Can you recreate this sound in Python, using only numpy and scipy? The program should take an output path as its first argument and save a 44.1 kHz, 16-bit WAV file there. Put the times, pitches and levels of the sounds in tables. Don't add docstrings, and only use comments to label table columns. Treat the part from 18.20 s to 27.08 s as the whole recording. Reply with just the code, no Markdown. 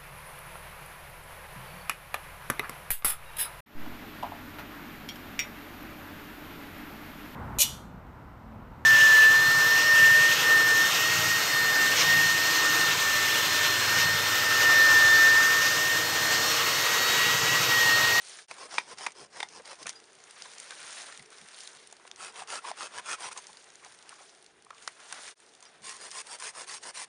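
import sys
import numpy as np
from scipy import signal
from scipy.io import wavfile
from scipy.ndimage import uniform_filter1d

SR = 44100
rng = np.random.default_rng(int(sys.argv[2]) if len(sys.argv) > 2 else 0)


def file_out(sig):
    cols = np.atleast_2d(sig).T
    lim = np.clip(cols, -1, 1)
    pcm = np.round(lim * 32767).astype(np.int16)
    wavfile.write(sys.argv[1], SR, pcm)


def nominal_scale(level):
    x = np.asarray(level, float) / 20
    return 10 ** x


N = 391588
TIME_S = np.arange(N) / SR
COARSE_S = TIME_S[::64]

# (frequency [Hz], density [dB per Hz])
AIR_SPECTRUM = [(15, -55), (25, -19.5), (327, -1), (391, -2.5), (619, -1), (721, 4), (1200, -8.5),
                (2640, -10), (3240, -10), (6120, -35), (7900, -48), (9200, -31), (11000, -42), (14300, -66),
                (22000, -120)]
# (time [s], level [dB])
SNOW_PRESSES = [(0.32, -71), (0.57, -73), (0.731, -63), (1.02, -58.5), (1.39, -64), (1.659, -59),
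                (2.65, -67), (3.001, -60), (3.224, -61), (3.56, -72), (4.199, -66), (4.771, -61),
                (5.07, -64), (5.3, -68), (7.05, -75), (7.621, -62)]
# (frequency [Hz], density [dB per Hz])
PRESS_SPECTRUM = [(40, -7), (90, -11.5), (160, -1), (260, -5.5), (400, -65)]
# (peak time [s], rise [s], fall [s], crunch level [dB], hiss over crunch [dB])
SHOVES = [(0.1, 0.22, 0.28, -55, 7.5), (0.35, 0.078, 0.64, -57, -1), (1.7, 0.41, 0.18, -58.5, 2),
          (2.25, 0.38, 0.31, -55, 0), (2.48, 0.16, 1.4, -61, -7), (2.8, 0.59, 0.2, -49, 4.5),
          (2.96, 0.24, 0.044, -58.5, -7), (3.12, 0.023, 0.7, -57, 1.5), (3.4, 0.14, 0.32, -60, 9),
          (3.56, 0.27, 0.043, -58, -17), (3.87, 0.082, 0.047, -63, -1), (4.6, 1.3, 2.1, -57.5, -4),
          (5.22, 0.52, 0.52, -65.5, 10), (5.655, 0.08, 0.28, -62, 5), (5.92, 0.2, 0.15, -58.5, 0),
          (6.02, 0.11, 0.31, -63.5, 6), (6.63, 0.1, 0.095, -57.5, 3.5), (6.94, 0.19, 0.2, -49, -3),
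          (7.08, 0.28, 0.11, -54.5, 7.5), (7.23, 0.1, 1.3, -70, 5), (7.46, 0.094, 0.33, -59.5, -6),
          (7.7, 0.062, 1.5, -58.5, 2)]
# (frequency [Hz], density [dB per Hz])
CRUNCH_SPECTRUM = [(88, -27), (150, -14.5), (408, -8.5), (448, -4), (568, 0), (1630, 3), (3500, -6),
                   (4550, -20.5), (7700, -120)]
# (frequency [Hz], density [dB per Hz])
HISS_SPECTRUM = [(1290, -18.5), (2200, -8), (6330, -6), (7860, -9), (9170, -4.5), (10100, -12.5),
                 (11000, -28.5), (14300, -69), (22000, -120)]
# (time [s], peak [dB], centre [Hz])
TWIG_SNAPS = [(1.729, -40, 5470), (1.8017, -42, 4900), (1.8406, -43, 5000), (1.8735, -52, 4940),
              (1.9314, -45, 7500), (1.952, -42.5, 8800), (1.9867, -50, 5110), (2.0032, -45, 4700),
              (2.039, -38.5, 6600), (2.1084, -55, 5130), (2.1093, -36, 8950), (2.204, -49, 4160),
              (2.2214, -28, 5030), (2.2571, -39.5, 3510), (2.3355, -39.5, 4680), (2.3826, -33, 6600),
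              (2.4, -30, 7940), (2.4407, -49, 7140), (2.483, -46, 5560), (2.494, -39, 6500),
              (2.5067, -30.5, 3770), (2.707, -34.5, 8200), (2.7464, -36, 4510), (2.7898, -41, 5610),
              (2.819, -33, 6240), (2.9233, -39, 3240), (2.9515, -45, 7400), (2.975, -31.5, 6300),
              (2.9949, -41, 4330), (3.0247, -39, 9030), (3.059, -43, 4730), (3.1037, -40, 9450),
              (3.184, -40, 5400), (3.2863, -36, 3570), (3.3152, -44, 5170), (3.3382, -41, 5320),
              (3.3448, -35, 3830), (3.387, -34.5, 3400), (3.405, -32, 4610), (3.4344, -35, 7220),
              (3.4734, -34, 5810), (3.4748, -30.5, 4180), (3.5497, -38, 5050), (3.5706, -40, 3970),
              (3.628, -51, 5680), (3.6729, -38, 9140), (3.712, -44, 5860), (3.7256, -34.5, 7700),
              (3.767, -41.5, 4900), (3.7976, -54, 3160), (3.867, -47, 8100),
              (5.223, -41, 8860), (5.2417, -42, 4770), (5.269, -30, 6340), (5.3186, -51, 4300),
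                   (5.33, -40, 3720), (5.3707, -37.5, 4730), (5.4426, -39, 7640), (5.489, -47, 3990),
                   (5.5027, -40, 5760), (5.5385, -48, 6560), (5.5553, -37.5, 7000), (5.6463, -44, 3000),
                   (5.6476, -36, 6620), (5.7221, -43, 4020), (5.7885, -40, 4000), (5.8254, -43, 7230),
                   (5.8257, -43, 4500), (5.8923, -33, 9100), (5.9396, -43, 5020), (6.0938, -45, 4240),
                   (6.1492, -45, 5250), (6.226, -41, 9400), (6.244, -42, 8400), (6.2629, -39.5, 4300),
                   (6.4231, -46.5, 8900), (6.448, -45, 9000), (6.5053, -45, 4860), (6.5468, -46, 4720),
                   (6.5813, -42, 3820),
              (6.8016, -45, 3030), (6.8351, -44, 4310), (7.1698, -52, 3670), (7.2018, -41, 8770),
                   (7.2636, -45.5, 4340), (7.2901, -53, 4850), (7.337, -44, 3860), (7.3504, -40.5, 5200),
                   (7.4053, -41.5, 7030), (7.4257, -37, 6700), (7.4537, -38, 5000)]
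# (time [s], peak [dB], centre
# [Hz])
MORE_SNAPS = [(1.42, -45, 6480), (1.5244, -45, 3480), (1.5549, -41, 4520), (1.7064, -37, 5570),
              (1.8008, -42, 4900), (3.9601, -38, 5730), (4.1244, -42, 8770), (4.2743, -36.5, 5330),
              (4.586, -38, 3200), (7.7667, -34, 9370), (8.1876, -36, 8970)]
# (time [s], peak [dB], centre [Hz])
FIBRE_CATCHES = [(0.2833, -33, 4930), (0.2965, -44, 5640), (0.3132, -44, 3220), (0.5831, -21.5, 3480),
                 (0.7828, -36, 5400), (0.865, -25.5, 3470), (0.92, -38.5, 6700), (1.2025, -28, 3500),
                 (1.2288, -23.5, 3500), (1.2867, -38, 5500), (0.586, -32, 3340), (1.455, -36.5, 4950),
                 (1.6279, -33.5, 4740), (5.115, -39, 5800), (5.1756, -26, 6550), (7.62, -45, 6330),
                 (7.6444, -44, 8920), (7.906, -34, 8360), (7.914, -28.5, 5460), (8.069, -35, 8400),
                 (8.1998, -32, 8900), (8.3499, -49, 8860), (8.633, -34.5, 5500)]
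# (time [s], peak [dB], splinter [Hz], stick [Hz], stick over splinter [dB])
CLEAN_BREAKS = [
    (1.671, -23, 3200, 1800, -6),
    (1.694, -15.5, 6000, 3000, -22),
    (3.9143, -23, 5600, 3600, -7),
    (4.2215, -32, 4500, 760, 2),
    (4.5155, -27, 4800, 2200, -4),
    (6.6771, -15, 4700, 1500, -9),
    (6.926, -22, 8500, 1600, -6),
]
# (time [s], peak [dB], main ring [Hz], treble over peak [dB])
WOOD_KNOCKS = [(0.31, -25, 930, -7), (0.382, -41, 920, -1), (0.5804, -18.5, 1020, -17),
               (0.784, -44.5, 1560, 9.5), (0.864, -22, 1260, -11), (1.202, -26, 830, -14),
               (1.228, -27, 880, -15), (1.666, -30, 2560, 4.5), (2.334, -51, 1720, -9),
               (2.506, -34.5, 1610, -1), (2.923, -41, 1810, 3), (3.724, -44, 774, -7),
               (3.797, -49, 1030, -19), (3.85, -39.5, 684, -31), (3.875, -43, 1570, 2),
               (4.447, -34.5, 1000, -21), (4.794, -33, 985, -19), (5.112, -36, 1380, -19),
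               (5.162, -37, 1060, -20), (5.927, -41, 1060, -18), (6.464, -46, 1115, -21),
               (6.504, -34.5, 1290, -14), (6.6745, -30.5, 1820, 1), (6.91, -46, 846, 2),
               (6.924, -36, 1570, 8.5), (7.077, -39, 1700, -2), (7.426, -49.5, 966, 5)]
# (time [s], peak [dB], main ring [Hz], treble over peak [dB])
BARK_SCUFFS = [(.185, -40.5, 1700, 1), (1.395, -41.5, 537, -25), (1.655, -33, 450, -27),
               (1.675, -37, 1800, 4), (1.688, -39, 3280, 9), (1.696, -43.5, 2000, 9),
               (6.68, -42.5, 2000, -0.5), (2.249, -45, 1030, -12.5), (2.992, -43.5, 1950, -16),
               (5.291, -46, 870, -17), (5.635, -43, 1890, -18.5), (5.657, -44.5, 840, -20),
               (5.335, -52, 900, -20), (5.475, -55, 700, -20), (5.623, -47, 1020, -15),
               (5.645, -47, 1200, -10), (5.914, -47, 1400, -17), (5.985, -48, 1200, -20),
               (6.015, -49, 1100, -20), (6.563, -54, 1300, -12), (2.516, -38, 1610, -12),
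               (6., -45, 650, -15), (6.525, -46, 1130, -20), (6.549, -52, 1160, -28)]
# (frequency [Hz], density [dB per Hz])
KNOCK_SPECTRUM = [(120, -76), (200, -12.5), (985, 4), (1720, 0.5), (2410, 6), (2900, -7), (3490, -2.5),
                  (6000, -20), (7800, -71), (13200, -120)]
# (time [s], low mode [dB], low mode [Hz], contact [s], upper modes [dB])
LIMB_BLOWS = [(0.5813, -24.5, 924, 0.007, -14), (.8636, -27.5, 965, .009, -22),
              (1.2017, -29, 880, 0.0053, -25.5), (1.228, -27.5, 863, 0.0077, -22.5),
              (1.394, -43.5, 548, .012, -58), (4.218, -34, 760, 0.006, -47), (4.442, -36.5, 950, .005, -50),
              (4.449, -31.5, 1000, 0.0075, -40), (4.513, -28.5, 770, 0.0053, -45),
              (5.289, -50, 890, 0.0083, -60), (5.657, -48, 826, 0.008, -61),
              (5.926, -44, 1190, 0.0043, -58), (6.6761, -28.5, 1125, 0.0032, -54)]
# (frequency [Hz], level [dB], t60 [s])
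LIMB_MODES = [(1560, -6, 0.026), (1920, -1.5, 0.036), (2100, 3, 0.029), (2340, 4, 0.017), (3200, -5, 0.024),
              (3640, 4.5, 0.015), (4440, -22, 0.018), (4840, -8, .03), (6960, -17, .012)]
# (time [s], peak [dB], mode [Hz], t60 [s])
BLADE_PINGS = [
    (1.625, -43, 4920, 0.083),
    (1.748, -43, 4880, 0.16),
    (2.992, -47, 2030, 0.054),
    (5.177, -40, 6380, 0.11),
    (7.427, -46, 6300, 0.079),
    (7.455, -44, 4920, 0.075),
    (7.455, -53, 5650, 0.17),
    (7.815, -41, 4890, 0.095),
]
# (start [s], length [s], wood level [dB], fastest point [0-1 of stroke])
SAW_RUNS = [
    [(0.28, 0.052, -55, 0.4), (0.355, 0.12, -50, 0.68), (0.488, 0.24, -47, 0.25), (0.653, 0.095, -50, 0.73),
     (0.762, 0.18, -47.5, 0.36), (0.941, 0.14, -53.5, 0.45), (1.095, 0.24, -51.5, 0.37),
     (1.296, 0.11, -54, 0.58), (1.424, 0.13, -50.5, 0.64), (1.574, 0.067, -54, 0.72)],
    [(3.95, 0.18, -46, 0.52), (4.115, 0.13, -48.5, 0.64), (4.257, 0.15, -41.5, 0.59),
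     (4.414, 0.11, -46, 0.7), (4.546, 0.14, -43.5, 0.62), (4.697, 0.11, -45.5, 0.77),
     (4.825, 0.14, -38.5, 0.66), (4.977, 0.12, -43.5, 0.66), (5.105, 0.028, -48, 0.75),
     (5.149, 0.0486, -50, 0.67)],
    [(7.62, 0.19, -48.5, 0.35), (7.786, 0.11, -51, .6), (7.901, 0.12, -45, 0.76), (8.05, 0.12, -50, 0.65),
     (8.18, 0.14, -45.5, .55), (8.335, 0.12, -48.5, .56), (8.462, 0.13, -47, .5), (8.605, 0.11, -48, 0.68),
     (8.732, 0.12, -46, 0.6)],
]
# (frequency [Hz], width [Hz], level [dB])
BRANCH_MODES = [
    [[(520, 100, -7), (930, 140, -5.5), (2080, 350, -8)], [(307, 99, 5.5), (460, 65, 4.5), (1060, 31, 2)]],
    [[(842, 21, -6), (1030, 40, -8), (1380, 69, 0.5), (2546, 47, 6)], [(1030, 57, 0), (2270, 49, -22),
     (2578, 59, -5)]],
    [[(450, 32, 1.5), (1060, 46, 7.5), (1850, 200, 3.5), (2380, 380, 4)], [(480, 180, -2), (965, 42, -2.5),
     (1810, 140, -1)]],
]
# (frequency [Hz], width [Hz], level [dB])
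BLADE_MODES = [(3420, 260, 5), (4020, 62, 8), (4455, 46, 10.5), (5030, 89, 8), (5724, 38, 9.5),
               (6650, 190, 5), (8400, 740, 2)]
# (frequency [Hz], width [Hz], level [dB])
BLADE_OVERHANG = [
    (5000, 1700, 11),
    (9400, 1200, -13),
    (8660, 1200, 0),
]
# (pull [dB], push [dB])
BLADE_OVER_WOOD = [
    (-0.5, -1.5),
    (-1.2, -2),
    (3.6, 1.7),
]
# (frequency [Hz], density [dB per Hz])
TEAR_SPECTRUM = [(60, -31.5), (150, -29), (350, -12.5), (800, -3.5), (1350, -4), (2000, -7.5),
                 (3200, -14.5), (5000, -30)]
# (frequency [Hz], density [dB per Hz])
RASP_SPECTRUM = [(1200, -45), (2200, -16), (2800, -7), (4200, -8), (5100, -2), (7200, -4), (9300, 1),
                 (10100, -6), (11000, -24), (14000, -68)]
# (time [s], fade out [s], fade in [s])
SCENE_CHANGES = [
    (0.271, 0.055, 0.041),
    (7.149, 0.035, 0.069),
]
# (frequency [Hz], width [Hz], level [dB])
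HOUSING_DIP = (7850, 260, -9)


def evened(x):
    return x / np.sqrt(np.mean(x ** 2) + 1e-20)


def peak_at(db, x):
    return nominal_scale(db) * x / abs(x).max()


def add(mix, start_s, sound):
    part = mix[round(start_s * SR):][:len(sound)]
    part += sound[:len(part)]


def colour(x, spectrum, peaks=(), lift_db=0.):
    hz = abs(np.fft.fftfreq(8192, 1 / SR))
    f, db = np.transpose(spectrum)
    power = nominal_scale(2 * np.interp(np.log(hz + 1), np.log(f), db, left=-60, right=-60))
    resonance = sum(nominal_scale(2 * (lift_db + d)) / (1 + (2 * (hz - c) / w) ** 2) for c, w, d in peaks)
    log_gain = np.log(power * (1 + resonance)) / 2
    taps = np.fft.ifft(np.exp(np.conj(signal.hilbert(log_gain)))).real[:4096]
    return signal.oaconvolve(x, taps / np.linalg.norm(taps))[:len(x)]


def grit(per_s, spread_db, puff_s, share):
    size = nominal_scale(spread_db * np.minimum(rng.exponential(1, N), 4))
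    size = size * (rng.random(N) < per_s / SR)
    puffs = signal.lfilter([1], [1, -np.exp(-1 / (puff_s * SR))], size)
    return evened((1 - share + share * evened(puffs)) * rng.standard_normal(N))


def ring(hz, t60_s, size=5000):
    t = np.arange(size) / SR
    return np.sin(2 * np.pi * hz * t) * nominal_scale(-60 * t / t60_s)


def patchy(x, depth_db, bins, frames):
    z = signal.stft(x, nperseg=512, noverlap=384)[2]
    field = rng.standard_normal(z.shape[::-1]).T
    field = uniform_filter1d(field, bins, axis=0)
    field = evened(uniform_filter1d(field, frames, axis=1))
    return signal.istft(z * nominal_scale(depth_db * field), nperseg=512, noverlap=384)[1][:N]


def hump(peak_s, rise_s, fall_s, db):
    drop_db = -14
    away = np.maximum((peak_s - COARSE_S) / rise_s, (COARSE_S - peak_s) / fall_s)
    return nominal_scale(2 * (db + drop_db * away))


def stroke_arc(length_s, fastest):
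    usual_s, usual_exponent, exponent_per_s = 0.13, 0.67, 31
    size = round(length_s * SR)
    u = np.arange(size) / size
    speed = np.sin(np.pi * u ** (np.log(.5) / np.log(np.clip(fastest, .1, .9))))
    return speed, max(usual_exponent + exponent_per_s * (length_s - usual_s), .4)


def blade_speed():
    speed = np.zeros(N)
    for start_s, length_s, _, fastest in sum(SAW_RUNS, []):
        add(speed, start_s, stroke_arc(length_s, fastest)[0])
    return speed


def woods_air():
    hum = [(445, 26, 11), (410, 20, 6), (381, 20, 11)]  # (frequency [Hz], width [Hz], level [dB])
    air = colour(rng.standard_normal(N), AIR_SPECTRUM, hum)
    return nominal_scale(-66) * patchy(air, 2.2, bins=2, frames=60)


def tree_echoes(x):
    taps = rng.standard_normal(6000) * nominal_scale(-60 * TIME_S[:6000] / .13)
    taps[:300] = 0
    dull = signal.lfilter([.6], [1, -.4], taps / np.linalg.norm(taps))
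    return nominal_scale(-19) * signal.oaconvolve(x, dull)[:N]


def snow_presses():
    shake_db, ground_db = -73.5, -82.5
    thud_hz, thud_t60_s, thud_over_db = 150, 0.055, 3
    lumps = colour(grit(6.5, spread_db=-1.0, puff_s=0.019, share=0.12), PRESS_SPECTRUM)
    pressed = nominal_scale(2 * ground_db) + sum(hump(s, 0.02, 0.04, db) for s, db in SNOW_PRESSES)
    rocked = (nominal_scale(shake_db) * blade_speed()) ** 2
    out = np.sqrt(np.interp(TIME_S, COARSE_S, pressed) + rocked) * lumps
    thud = ring(thud_hz, thud_t60_s) * np.minimum(TIME_S[:5000] * thud_hz, 1)
    for s, db in SNOW_PRESSES:
        add(out, s, nominal_scale(db + thud_over_db) * thud)
    return out


def shove_gains():
    rest = nominal_scale(2 * -90)
    crunch = rest + sum(hump(s, rise, fall, db) for s, rise, fall, db, _ in SHOVES)
    hiss = rest + sum(hump(s, rise, fall, db + over_db) for s, rise, fall, db, over_db in SHOVES)
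    return [np.interp(TIME_S, COARSE_S, np.sqrt(power)) for power in (crunch, hiss)]


def branch_drag():
    crunch_gain, hiss_gain = shove_gains()
    grains = grit(300, spread_db=1.5, puff_s=0.0015, share=0.11)
    ticks = grit(110, spread_db=2.2, puff_s=.0006, share=.45)
    crunch = crunch_gain * colour(grains, CRUNCH_SPECTRUM)
    hiss = hiss_gain * colour(.8 * grains + .6 * ticks, HISS_SPECTRUM)
    return patchy(crunch + hiss, 1.8, bins=30, frames=4)


def snaps():
    catch_tail_s, twig_tail_s = 0.0045, 0.0018
    twigs = TWIG_SNAPS + MORE_SNAPS
    breaks = [(*c, catch_tail_s) for c in FIBRE_CATCHES] + [(*c, twig_tail_s) for c in twigs]
    out, t = np.zeros(N), np.arange(600) / SR
    for s, db, hz, tail_s in breaks:
        burst = rng.standard_normal(600) * np.exp(-t / tail_s)
        splinter = colour(burst, HISS_SPECTRUM, [(hz, 1800, 0)], lift_db=4.0)
        click = ring(hz, 0.0066, size=600) + peak_at(0, 2.16 * splinter) * 2.16
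        add(out, s, peak_at(db, click))
    return out


def cracks():
    out = np.zeros(N)
    for s, db, splinter_hz, stick_hz, stick_db in CLEAN_BREAKS:
        splinter = ring(splinter_hz, .0017, size=800)
        stick = nominal_scale(stick_db) * ring(stick_hz, .007, size=800)
        add(out, s, -peak_at(db, splinter + stick))
    return out


def knocks():
    knock_s, hard_knock_s, scuff_s, hard_db = 0.0052, 0.0072, 0.012, -26
    hits = [(*k, hard_knock_s if k[1] > hard_db else knock_s) for k in WOOD_KNOCKS]
    hits += [(*k, scuff_s) for k in BARK_SCUFFS]
    out, t = np.zeros(N), np.arange(2600) / SR
    for s, db, hz, treble_db, contact_s in hits:
        noise = rng.standard_normal(2600)
        shape = np.minimum(t / (0.26 * contact_s), 1) * np.exp(-(t / contact_s) ** 2)
        after = nominal_scale(-25.5) * np.minimum(t / contact_s, 1) * np.exp(-(t / 0.025) ** 2)
        lift_db = -1.5 + 0.98 * max(-19.0 - db, 0)
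        thud = colour(noise * (shape + after), KNOCK_SPECTRUM, [(hz, 220, 0)], lift_db)
        crack = colour(noise * shape, HISS_SPECTRUM)
        add(out, s, peak_at(db, thud))
        add(out, s, peak_at(db + treble_db, crack))
    return out


def blows():
    slap_s, slap_db = 0.014, -20
    modes = sum(nominal_scale(db) * ring(hz, t60_s, size=1500) for hz, db, t60_s in LIMB_MODES)
    out, rattle_t = np.zeros(N), TIME_S[:300]
    for s, low_db, hz, contact_s, upper_db in LIMB_BLOWS:
        noise = rng.standard_normal(300)
        t = np.arange(0, contact_s, 1 / SR)
        add(out, s, nominal_scale(low_db) * np.sin(np.pi * t / contact_s) * np.sin(2 * np.pi * hz * t))
        rattle = noise * rattle_t * np.exp(-rattle_t / 0.0013)
        upper = peak_at(upper_db, np.convolve(rattle, modes))
        add(out, s, upper)
        add(out, s + slap_s, nominal_scale(slap_db) * np.convolve(upper, noise / np.linalg.norm(noise)))
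    return out


def pings():
    out, t = np.zeros(N), TIME_S[:5000]
    for s, db, hz, t60_s in BLADE_PINGS:
        flutter = 1 + .2 * evened(uniform_filter1d(rng.standard_normal(5000), 150))
        swell = 1 - np.exp(-(t / 0.0086) ** 2)
        stop = np.exp(-(3 * t / t60_s) ** 4)
        add(out, s, nominal_scale(db) * flutter * ring(hz, t60_s) * swell * stop)
    return out


def regripped(modes):
    pitch_shift, spread_db, damping = .03, 2.5, 1.7
    move = rng.uniform(-1.03, 1, (len(modes), 2))
    return [(hz * (1 + pitch_shift * a), damping * width, db + spread_db * b)
            for (hz, width, db), (a, b) in zip(modes, move)]


def saw():
    teeth_per_s, tooth_depth = 290, 0.12
    grip, grip_speed = 0.13, 0.19
    speed, out = blade_speed(), np.zeros(N)
    teeth = 1 + tooth_depth * np.cos(2 * np.pi * np.cumsum(teeth_per_s * speed) / SR)
    bites = teeth * grit(400 + 600 * speed, spread_db=1.6, puff_s=.0006, share=.36)
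    for k, run in enumerate(SAW_RUNS):
        for n, (s, length_s, wood_db, fastest) in enumerate(run):
            push = n % 2
            stroke, exponent = stroke_arc(length_s, fastest)
            engaged = np.clip((stroke - grip_speed) * 10, 0, 1)
            force = (1 - grip) * stroke ** exponent + grip * engaged
            bite = bites[round(s * SR):][:len(stroke)]
            bite = np.pad(bite * force[:len(bite)], (0, 2000))
            wood = colour(bite, TEAR_SPECTRUM, regripped(BRANCH_MODES[k][push]), lift_db=7.0)
            steel = colour(bite, RASP_SPECTRUM, [*regripped(BLADE_MODES), BLADE_OVERHANG[k]])
            add(out, s, nominal_scale(wood_db) * wood)
            add(out, s, nominal_scale(wood_db + BLADE_OVER_WOOD[k][push]) * steel)
    return patchy(out, 2.6, bins=2, frames=12)


def scene():
    high_650_hz = signal.butter(4, 650, "high", fs=SR, output="sos")
    sharp = signal.sosfilt(high_650_hz, cracks() + snaps() + pings())
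    blunt = signal.lfilter(*signal.butter(2, 290, "high", fs=SR), knocks() + blows())
    near = saw() + sharp + blunt
    return (near + tree_echoes(near) + branch_drag() + snow_presses() + woods_air())[None]


def top_cut(x):
    return signal.sosfilt(signal.butter(12, 11300, fs=SR, output="sos"), x)


def record(dry):
    hz, width_hz, dip_db = HOUSING_DIP
    b, a = signal.iirnotch(hz, hz / width_hz, SR)
    wet = nominal_scale(dip_db) * dry + (1 - nominal_scale(dip_db)) * signal.lfilter(b, a, dry)
    band_limit = signal.firwin(255, 10995, window=("kaiser", 8), fs=SR)
    wet = signal.oaconvolve(wet, band_limit[None], "same")
    for s, fall_s, rise_s in SCENE_CHANGES:
        fade = np.interp(TIME_S, [s - fall_s, s - .003, s + 0.0034, s + rise_s], [1, 0, 0, 1])
        wet = wet * fade ** 1.19
    return top_cut(wet)


dry = scene()
out = record(dry)
file_out(out)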